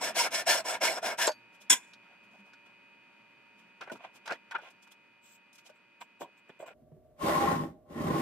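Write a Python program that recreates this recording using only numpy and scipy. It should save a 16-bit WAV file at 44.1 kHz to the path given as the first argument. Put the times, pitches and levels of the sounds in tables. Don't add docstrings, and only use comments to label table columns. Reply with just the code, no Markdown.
import sys
import numpy as np
from scipy import signal
from scipy.fft import rfft, irfft, next_fast_len
from scipy.io import wavfile
from scipy.ndimage import uniform_filter1d

SR = 44100
rng = np.random.default_rng(int(sys.argv[2]) if len(sys.argv) > 2 else 0)


def dump(signal):
    limited = np.clip(np.atleast_2d(signal).T, -1, 1)
    pcm = np.round(limited * 32767).astype(np.int16)
    wavfile.write(sys.argv[1], SR, pcm)


N = 362061
FAST, NORMAL_FROM_S = 4, 6.735
SIZE = next_fast_len(N)
BIN_HZ = np.maximum(np.arange(SIZE // 2 + 1) * SR / SIZE, 1)

BITE_S, PEAK_S, SLACK_BEFORE_END_S, LAST_BEFORE_END_S = 0.016, 0.047, 0.048, 0.03
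BITE_BELOW_PEAK_DB, TURN_DB = 3.5, -61
# [added level/dB] at start, bite, peak, slack, last bite, end
DULLING_DB = (-2, -2, 2.5, -2, -8, -18.5)


def stroke(start, length, peak_db, slack_db, last_db, treble_db):
    moments = [0, BITE_S, PEAK_S, length - SLACK_BEFORE_END_S, length - LAST_BEFORE_END_S, length]
    level_db = [TURN_DB, peak_db - BITE_BELOW_PEAK_DB, peak_db, slack_db, last_db, TURN_DB]
    return np.transpose([start + np.array(moments), level_db, treble_db + np.array(DULLING_DB)])


# [start t/s, length t/s, peak level/dB, slack level/dB, last bite level/dB,
# treble above level/dB before dulling]
FINE_STROKES = [(0.0, 0.14, -36.5, -39, -41, 1), (0.143, .16, -31.5, -35.5, -33, 2.5),
                (0.306, .15, -38, -41, -44, 4.5), (.455, 0.18, -28.5, -37.5, -36, 2.5),
                (0.639, .16, -36, -37, -41.5, -2), (0.801, 0.2137, -28.5, -42, -33.5, -1.5),
                (1.016, 0.16, -32.5, -38, -43, -6), (1.172, 0.15, -33.5, -37, -39, 2.5)]
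# [f/Hz, relative level/dB]
FINE_COLOUR = [(40, -42), (300, -9), (450, -5.5), (640, 1), (950, -6.5), (1150, -12), (1420, -5.5),
               (2160, -13.5), (3740, -17), (6000, -15), (10000, -25), (15500, -29)]
# [f/Hz, width f/Hz, lift level/dB]
FINE_BODY = [(672, 92, 8.5), (952, 66, 11), (1356, 120, 8), (1767, 83, 9), (2200, 59, 10.5),
             (2647, 190, 2.5), (3307, 170, 1.5), (4360, 150, 4.5), (5365, 130, 10), (6540, 400, -1.5),
             (7930, 440, 7), (9350, 340, 3), (10100, 400, 4.5), (11590, 280, -3.5)]
# [f/Hz, left-right likeness -1 to 1]
FINE_LIKENESS = [(60, 0.97), (300, 0.94), (1000, 1), (3000, 0.98), (7000, 0.29), (15000, 0.98)]
# [f/Hz, left minus right level/dB]
FINE_LEAN = [(60, -10.5), (240, 0), (950, -1.0), (3770, 1), (15000, 2.5)]
# [f/Hz, left phase lead/rad]
NEAR_LEAD = [(100, 0), (600, .1), (2000, .7), (5000, 1.2), (15000, 1.4)]


def fine_saw():
    return rasp([stroke(*row) for row in FINE_STROKES], FINE_COLOUR, FINE_BODY,
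                (FINE_LIKENESS, FINE_LEAN, NEAR_LEAD),
                bites_per_s=9000, uneven_db=-1.0, wander_db=5.5, split_hz=2440)


# [t/s, level/dB, treble above level/dB, bass above level/dB]
COARSE_STROKES = [
    [(7.16, -84, -3, -11), (7.216, -40.5, -5, -6), (7.248, -35, -6, 4.5), (7.286, -29, -9.5, -9.5),
     (7.522, -30.5, -12.5, -3.5), (7.636, -44, -10.5, 8.5), (7.74, -70, -15, 15), (7.85, -85, -36, 8)],
    [(7.85, -76, -23, -8), (7.91, -57.5, -5, 8), (8.012, -40.5, -7.5, 6.5), (8.028, -44, -5.5, 8),
     (8.084, -35.5, -12, 3.5), (8.154, -36, -10, 4.5), (8.2, -38.5, -5, 5), (8.21, -37, -8, 4)],
]
# [f/Hz, relative level/dB]
COARSE_COLOUR = [(20, -46), (40, -21.5), (100, -17.5), (152, -6), (195, -8), (349, -8.5), (482, -11),
                 (600, -11.5), (1050, -12), (1300, -17), (1950, -18), (2300, -20.5), (5000, -25.5),
                 (15500, -31.5)]
# [f/Hz, width f/Hz, lift level/dB]
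COARSE_BODY = [(68.9, 41, 10.5), (167, 17, 9.5), (231.2, 47, 8), (329, 28, 8.5), (581, 28, 9),
               (799.5, 13, 11.5), (1056, 24, 17), (1487, 51, 3.5), (1880, 92.2, 7), (2424, 160, 1.5),
               (3200, 400, 3.5), (5460, 530, 0), (8350, 550, 0)]
# [f/Hz, left-right likeness -1 to 1]
COARSE_LIKENESS = [(60, 1), (150, 0.99), (400, 0.71), (1200, 0.1), (4000, 0.25), (15000, 0.26)]
# [f/Hz, left minus right level/dB]
COARSE_LEAN = [(60, -1.5), (240, -1), (950, 0), (3770, 3), (15000, 1)]


def coarse_saw():
    return rasp(COARSE_STROKES, COARSE_COLOUR, COARSE_BODY, (COARSE_LIKENESS, COARSE_LEAN, NEAR_LEAD),
                bites_per_s=6000, uneven_db=2.5, wander_db=4.5, split_hz=1390, bass_hz=446)


def rasp(strokes, colour, body, place, bites_per_s, uneven_db, wander_db, split_hz, bass_hz=None):
    bites = (rng.random((2, N)) < bites_per_s / SR) * rng.choice([-1, 1], (2, N))
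    unevenness = np.minimum(rng.exponential(1, (2, N)), 5)
    bites = bites * amp(uneven_db * unevenness + 0.94 * drift(53))
    rung = bites.copy()
    for hz, width_hz, lift_db in body:
        r = np.exp(-np.pi * width_hz / SR)
        poles = [1, -2 * r * np.cos(2 * np.pi * hz / SR), r * r]
        peak = signal.lfilter([(1 - r * r) / 2, 0, (r * r - 1) / 2], poles, bites)
        rung += (amp(lift_db) - 1) * amp(wander_db * drift(11)) * peak
    sound = spread(rung, colour, *place)
    level_db, treble_db, *bass_db = in_time(strokes)
    out = amp(treble_db) * steady(edge(sound, split_hz, "high"))
    middle = edge(sound, split_hz, "low")
    if bass_hz:
        out += amp(bass_db[0]) * steady(edge(middle, bass_hz, "low"))
        middle = edge(middle, bass_hz, "high")
    return amp(level_db) * (out + steady(middle))


# [t/s, level/dB, treble above level/dB]
BURST = [
    [(1.697, -47.5, 10), (1.701, -30.5, 12.5), (1.732, -30, 7), (1.76, -45.5, 4.5), (1.8, -60, -3),
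     (1.93, -78, -1)],
]
# [f/Hz, relative level/dB]
BURST_COLOUR = [(59, -60), (100, -38), (293, -10.5), (362, -16.5), (791, -13), (956, -4), (1260, -21.5),
                (1400, -8), (2580, -8.5), (2930, -14.5), (3690, -13), (4100, -15.5), (7100, -3.5),
                (15500, -21)]
# [f/Hz, width f/Hz, lift level/dB]
BURST_BODY = [(980, 40, 6), (2260, 250, 2.5), (3450, 260, 10), (5560, 310, 10.5), (6940, 170, 13.5),
              (7970, 290, 11.5), (10500, 360, 4), (13360, 283, 8.5)]
# [f/Hz, left-right likeness -1 to 1]
BURST_LIKENESS = [(100, 0.65), (1000, 1), (4000, 0.58), (15000, 0.5)]
# [f/Hz, left minus right level/dB]
BURST_LEAN = [(60, 2), (240, -0.5), (950, 0.5), (3770, 0), (15000, 1)]


def hissing_burst():
    return rasp(BURST, BURST_COLOUR, BURST_BODY, (BURST_LIKENESS, BURST_LEAN, NEAR_LEAD),
                bites_per_s=15000, uneven_db=1.5, wander_db=4, split_hz=2500)


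# [t/s, peak level/dB, centre of the ring f/Hz, treble above peak level/dB]
KNOCKS = [(1.275, -13, 640, -9.5), (1.29, -22, 625, -26), (1.304, -36, 696, -20), (1.316, -42, 980, 6),
          (1.934, -51, 1480, 7.5), (2.533, -48.5, 1400, -4), (3.81, -47.5, 1990, 7), (3.833, -52, 1480, 0),
          (3.873, -41, 727, -29), (3.897, -33, 920, -35), (3.915, -32, 265, -26), (4.259, -46, 931, 2),
          (4.276, -35, 1430, 0), (4.293, -34, 800, -28), (4.304, -37, 860, -5), (4.321, -28.5, 1510, -5.5),
          (4.51, -36.5, 2000, -5.5), (4.55, -31.5, 1490, -37), (4.583, -37, 890, -29),
          (5.692, -45, 563, -21), (6.011, -44.5, 920, -3.5), (6.216, -29.5, 614, -32),
          (6.492, -43.5, 885, -35), (6.601, -52, 619, -19), (6.624, -34, 500, -35), (6.637, -46, 600, -30),
          (6.821, -54, 150, -38.5), (6.917, -45, 156, -42), (6.965, -48.5, 149, -38)]
# [f/Hz, relative level/dB, t60 t/s]
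WOOD_MODES = [(198, -36, .04), (347, 0, .04), (506, -19, 0.084), (615, 18, 0.042), (884, 20, 0.013),
              (1120, 8, 0.032), (1478, 22, 0.04), (1736, 23.5, .02), (2173, 8.5, 0.039), (2960, -4, 0.014)]
KNOCK_T60_S, THINS_BELOW = 0.06, 0.67


def knocks():
    size = SR // 4
    out = np.zeros((2, N + SR))
    t = np.arange(size) / SR
    contact = (1 - np.exp(-t / 0.00064)) * amp(-60 * t / KNOCK_T60_S)
    scuffs = rng.standard_normal((len(KNOCKS), 2, size))
    strengths = rng.normal(0, 3, (len(KNOCKS), len(WOOD_MODES)))
    for (s, peak_db, centre_hz, treble_db), scuff, strength in zip(KNOCKS, scuffs, strengths):
        scuff = np.array([scuff[0] + 0.18 * scuff[1], scuff[0] - 0.74 * scuff[1]]) * contact
        pace = 1 if s < NORMAL_FROM_S else 1 / FAST
        body = 0
        for (hz, db, t60), own_db in zip(WOOD_MODES, strength):
            off_centre_db = 10.3 * np.log2(hz * pace / centre_hz) ** 2
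            body = body + amp(db + own_db - off_centre_db) * ring(scuff, hz * pace, t60 / pace)
        thinned = edge(body, THINS_BELOW * centre_hz, "high")
        crack = band(scuff, 2760, 5440)
        i = round(s * SR)
        for part, db in [(thinned, 0), (crack, treble_db)]:
            out[:, i:i + size] += amp(peak_db + db) * part / np.abs(part).max()
    return out[:, :N]


# [t/s, strike level/dB]
FINE_PINGS = [(1.271, -39.5), (1.3164, -72)]
# [f/Hz, relative level/dB, t60 t/s]
BLADE_MODES = [(4570, -2.5, 0.19), (5270, -7.5, 0.071), (6100, -4, 0.077), (6500, -0.5, 0.1),
               (7490, 16.5, 0.053), (7650, 6, 0.1), (9050, -16, 0.17), (10200, -9, 0.053),
               (11530, -10.5, 0.17)]


def blade_pings():
    clicks = np.zeros((len(BLADE_MODES), N))
    at = [round(s * SR) for s, db in FINE_PINGS]
    own_db = rng.normal(0, 3.0, (len(at), len(BLADE_MODES))).T
    clicks[:, at] = amp(np.array(FINE_PINGS)[:, 1] + own_db)
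    steel = sum(amp(db) * ring(c, hz, t60) for c, (hz, db, t60) in zip(clicks, BLADE_MODES))
    return steel * amp([[1.5], [-1.5]])


# [full at t/s, rise t/s, hold t/s, fall t/s, level/dB,
# treble above level/dB, bass above level/dB]
SLIDES = [(1.545, .04, 0.0046, .05, -65, -2.5, 0.5), (1.615, 0.018, 0, 0.045, -72, 16, 6),
          (2.032, .06, 0.12, .08, -67, -20, -12), (2.245, .03, 0, .04, -72, -3, -9),
          (2.314, 0.032, 0.091, 0.037, -68.5, -10.5, -5.5), (2.457, .03, 0.04, .04, -69, -11, -16),
          (2.665, .03, 0, .06, -66, -8, -9), (3.595, .05, 0, 0.062, -69, -3, -8),
          (3.81, 0.0063, 0.011, 0.086, -45, -24, -11), (3.877, .006, .02, 0.033, -56.5, -36, -4),
          (3.919, 0.0072, 0.0024, .06, -50.5, -3.5, 5), (3.945, .02, 0.031, .02, -58.5, -12, 8),
          (4.04, 0.062, 0.0082, 0.059, -46, -24, -17), (4.16, 0.035, 0.0044, 0.03, -56, -3, -11),
          (4.259, 0.0071, 0.025, .03, -48.5, -10.5, -20), (4.278, .01, 0.034, 0.023, -40, -32, -11.5),
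          (4.309, 0.011, 0.022, 0.046, -39.5, -21, -5), (4.512, .005, 0.015, 0.025, -38.5, -26, -39),
          (4.55, 0.027, 0.002, 0.065, -35, -39, -13), (4.616, 0.013, 0.074, 0.033, -55.5, -19, -17.5),
          (4.695, .004, 0.014, 0.031, -66.5, 2, -20), (4.83, 0.017, 0, .04, -68, 7.5, -6),
          (4.876, 0.016, 0, .03, -62.5, -7, -23), (4.92, 0.02, 0, 0.029, -61, 3.5, -25),
          (5.531, .005, 0, .03, -74, 15, -12), (5.557, 0.033, 0.0037, 0.027, -77, 18, -16),
          (5.583, .01, 0.007, 0.043, -72, 10, -12), (5.664, 0.029, 0.013, .02, -70, 11, -8),
          (5.697, .012, 0.0023, 0.025, -74, 8, 3), (6.015, 0.014, 0, 0.03, -42.5, -31, -18),
          (6.213, 0.015, 0.021, 0.059, -54, -16, 10), (6.497, 0.0085, 0.0012, 0.042, -60, -20, 10),
          (6.603, 0.013, 0.019, 0.051, -55.5, -24, 8), (6.663, .012, 0.02, 0.047, -51.5, -20, -6),
          (6.708, .01, 0, 0.039, -55, -22, 4)]
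# [f/Hz, relative level/dB]
SLIDE_COLOUR = [(60, -40), (150, -11), (300, -7), (600, -10.5), (1000, -10.5), (1600, -16), (2500, -7.5),
                (4000, -14), (7000, -13), (10000, -19), (15500, -24)]
# [f/Hz, width f/Hz, lift level/dB]
SLIDE_BODY = [(334, 110, -3), (614.6, 320, 9), (939, 28, 11), (1410, 150, 12.5), (1927, 75, -2),
              (3326, 210, 1.5)]


def slides():
    return rasp([swell(*row) for row in SLIDES], SLIDE_COLOUR, SLIDE_BODY, (FAN_LIKENESS, FAN_LEAN),
                bites_per_s=6400, uneven_db=3.5, wander_db=10.5, split_hz=3160, bass_hz=726)


# [full at t/s, rise t/s, hold t/s, fall t/s, level/dB]
BLADE_DRAGS = [(5.24, 0.026, 0.12, 0.028, -65.5), (5.755, .02, .01, .04, -80), (6.01, 0.008, 0, 0.046, -56),
               (6.208, .015, 0.017, 0.032, -56), (6.374, .015, .02, 0.017, -76.5), (6.49, .01, 0, .03, -75),
               (6.595, .012, 0.033, .03, -67), (6.664, .01, 0.015, .05, -64.5)]
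# [f/Hz, relative level/dB]
DRAG_COLOUR = [(1000, -39.5), (3000, -4.5), (5500, -11.5), (7500, -6.5), (9000, -19), (12000, -17.5),
               (14300, -5.5), (15500, -8.5)]
# [f/Hz, width f/Hz, lift level/dB]
DRAG_BODY = [(6860, 110, 6), (7700, 150, 14), (14300, 400, 4)]
DRAG_TREBLE_DB = -7


def blade_drags():
    return rasp([swell(*row, DRAG_TREBLE_DB) for row in BLADE_DRAGS], DRAG_COLOUR, DRAG_BODY,
                (FAN_LIKENESS, FAN_LEAN), bites_per_s=7000, uneven_db=1.5, wander_db=-4.0, split_hz=10420)


SWELL_DB = 27


def swell(s, rise, hold, fall, level_db, *colour):
    low_db = level_db - SWELL_DB
    return [(s - rise, low_db, *colour), (s, level_db, *colour),
            (s + hold, level_db, *colour), (s + hold + fall, low_db, *colour)]


# [loudest at t/s, level/dB]
HUM_SWELLS = [(2.37, -61), (3.65, -63)]
HUM_HZ, HUM_RISE_S, HUM_FALL_S = 202, 0.22, 0.18


def hum():
    level_db, = in_time([swell(s, HUM_RISE_S, 0, HUM_FALL_S, db) for s, db in HUM_SWELLS])
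    sine = np.sin(2 * np.pi * HUM_HZ * np.arange(N) / SR)
    return amp(level_db) * np.sqrt(2) * drift(12) * sine


# [t/s, air noise level/dB, tones level/dB]
FAN_LEVELS = [(0, -51, -81), (1.4, -63.5, -61.5), (2.3, -64.5, -61.5), (3.3, -65, -62), (4.6, -65, -62),
              (5.2, -68, -65), (6.7, -67, -65), (6.8, -66, -65.5), (8.21, -65.5, -64)]
# [f/Hz, relative level/dB]
FAN_TONES = [(349.9, -75.5), (581.4, -81), (931.3, -73.5), (1394, -83), (1443, -79.5), (1631, -82.5),
             (1744, -84.5), (2040, -79), (2406, -70), (2519, -65.5), (2885, -77), (3004, -87.5),
             (4624, -87)]
# [f/Hz, relative level/dB]
FAN_FAST_COLOUR = [(30, -32), (75, -33), (100, -20.5), (120, -5), (150, -13.5), (195, -0.5), (350, -8.5),
                   (639, -12.5), (921, -10), (2180, -9.5), (2490, -5), (2800, -10), (4090, -21.5),
                   (6000, -28.5), (15500, -42)]
# [f/Hz, relative level/dB]
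FAN_NORMAL_COLOUR = [(15, -35.5), (25, -15), (91, -4), (164, -11.5), (198, -25), (240, -7), (322, -11),
                     (421, -11.5), (567, -15), (614, -3.5), (848, -29), (4870, -43), (15500, -41)]
# [f/Hz, left-right likeness -1 to 1]
FAN_LIKENESS = [(60, 1), (130, 0.81), (290, 0.82), (640, 0.98), (1410, 0.94), (3100, 0.17), (6820, -0.44),
                (15000, 0.08)]
# [f/Hz, left minus right level/dB]
FAN_LEAN = [(60, -7), (380, 0), (2380, -2), (15000, 2.5)]


def fan():
    t = np.arange(N) / SR
    fast = t < NORMAL_FROM_S
    air = [rms_one(spread(rng.standard_normal((2, N)), colour, FAN_LIKENESS, FAN_LEAN))
           for colour in (FAN_FAST_COLOUR, FAN_NORMAL_COLOUR)]
    clock = np.where(fast, t, NORMAL_FROM_S + (t - NORMAL_FROM_S) / FAST)
    count = len(FAN_TONES)
    phases = rng.uniform(0, 2 * np.pi, (count, 1)) + rng.normal(0, 0.83, (count, 2))
    tones = 0
    for (hz, db), phase in zip(FAN_TONES, phases):
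        level = amp(db + 0.83 * drift(4))
        tones = tones + level * np.sin(2 * np.pi * hz * clock + phase[:, None] + 0.4 * drift(1.8))
    air_db, tones_db = in_time([FAN_LEVELS])
    return amp(air_db + 0.65 * drift(12)) * np.where(fast, *air) + amp(tones_db) * rms_one(tones)


ECHO_DB, ECHO_T60_S, ECHO_FROM_HZ = -3.5, 0.17, 826


def echoes(x, pace):
    t = np.arange(SR // 4) / SR
    tail = edge(rng.standard_normal((2, len(t))), ECHO_FROM_HZ, "high")
    tail = tail * amp(-60 * t * pace / ECHO_T60_S)
    tail = amp(ECHO_DB) * tail / np.sqrt(np.sum(tail ** 2, axis=1, keepdims=True))
    return x + signal.fftconvolve(x, tail, axes=1)[:, :N]


def spread(pair, colour, like, lean, lead=((20, 0), (20000, 0))):
    direct, diffuse = rfft(pair, SIZE) * amp(at_hz(colour))
    alike = np.clip(at_hz(like), -1, 1)
    side = np.array([[1], [-1]])
    shared = np.sqrt(1 + alike) * direct * np.exp(0.5j * side * at_hz(lead))
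    opposed = np.sqrt(1 - alike) * diffuse * side
    return irfft((shared + opposed) * amp(side * at_hz(lean) / 2), SIZE)[:, :N]


def steady(x, over_s=0.062):
    power = uniform_filter1d(np.mean(x ** 2, axis=0), round(over_s * SR))
    return x / np.sqrt(power + 1e-30)


def in_time(tables, rest_db=-120):
    out = np.zeros((len(tables[0][0]) - 1, N))
    out[0] = rest_db
    for table in tables:
        s, *columns = np.transpose(table)
        at = np.arange(max(int(s[0] * SR), 0), min(int(s[-1] * SR) + 1, N))
        values = np.array([np.interp(at / SR, s, c) for c in columns])
        out[:, at] = np.where(values[0] > out[0, at], values, out[:, at])
    return out


def at_hz(points):
    hz, value = np.transpose(points)
    return np.interp(np.log(BIN_HZ), np.log(hz), value)


def drift(rate_hz):
    r = np.exp(-80 * np.pi * rate_hz / SR)
    noise = rng.standard_normal(N // 40 + 2002)
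    slow = signal.lfilter([1], [1, -2 * r, r * r], noise)[2000:]
    return np.interp(np.arange(N) / 40, np.arange(len(slow)), rms_one(slow))


def ring(x, hz, t60):
    r, w = amp(-60 / (t60 * SR)), 2 * np.pi * hz / SR
    return signal.lfilter([0, np.sin(w)], [1, -2 * r * np.cos(w), r * r], x + 1e-18)


def band(x, low_hz, high_hz):
    return signal.sosfilt(signal.butter(2, [low_hz, high_hz], "band", fs=SR, output="sos"), x)


def edge(x, hz, kind):
    return signal.sosfilt(signal.butter(4, hz, kind, fs=SR, output="sos"), x)


def amp(db):
    return 10 ** (np.asarray(db) / 20)


def rms_one(x):
    return x / np.sqrt(np.mean(x ** 2) + 1e-20)


def scene():
    fast_work = fine_saw() + hissing_burst() + slides() + blade_drags() + blade_pings()
    work = echoes(edge(fast_work, 82, "high"), FAST) + echoes(coarse_saw(), 0.96)
    return work + knocks() + hum() + fan()


def record(dry):
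    return signal.sosfilt(signal.cheby2(14, 70, 16300, fs=SR, output="sos"), dry)


dry = scene()
out = record(dry)
dump(out)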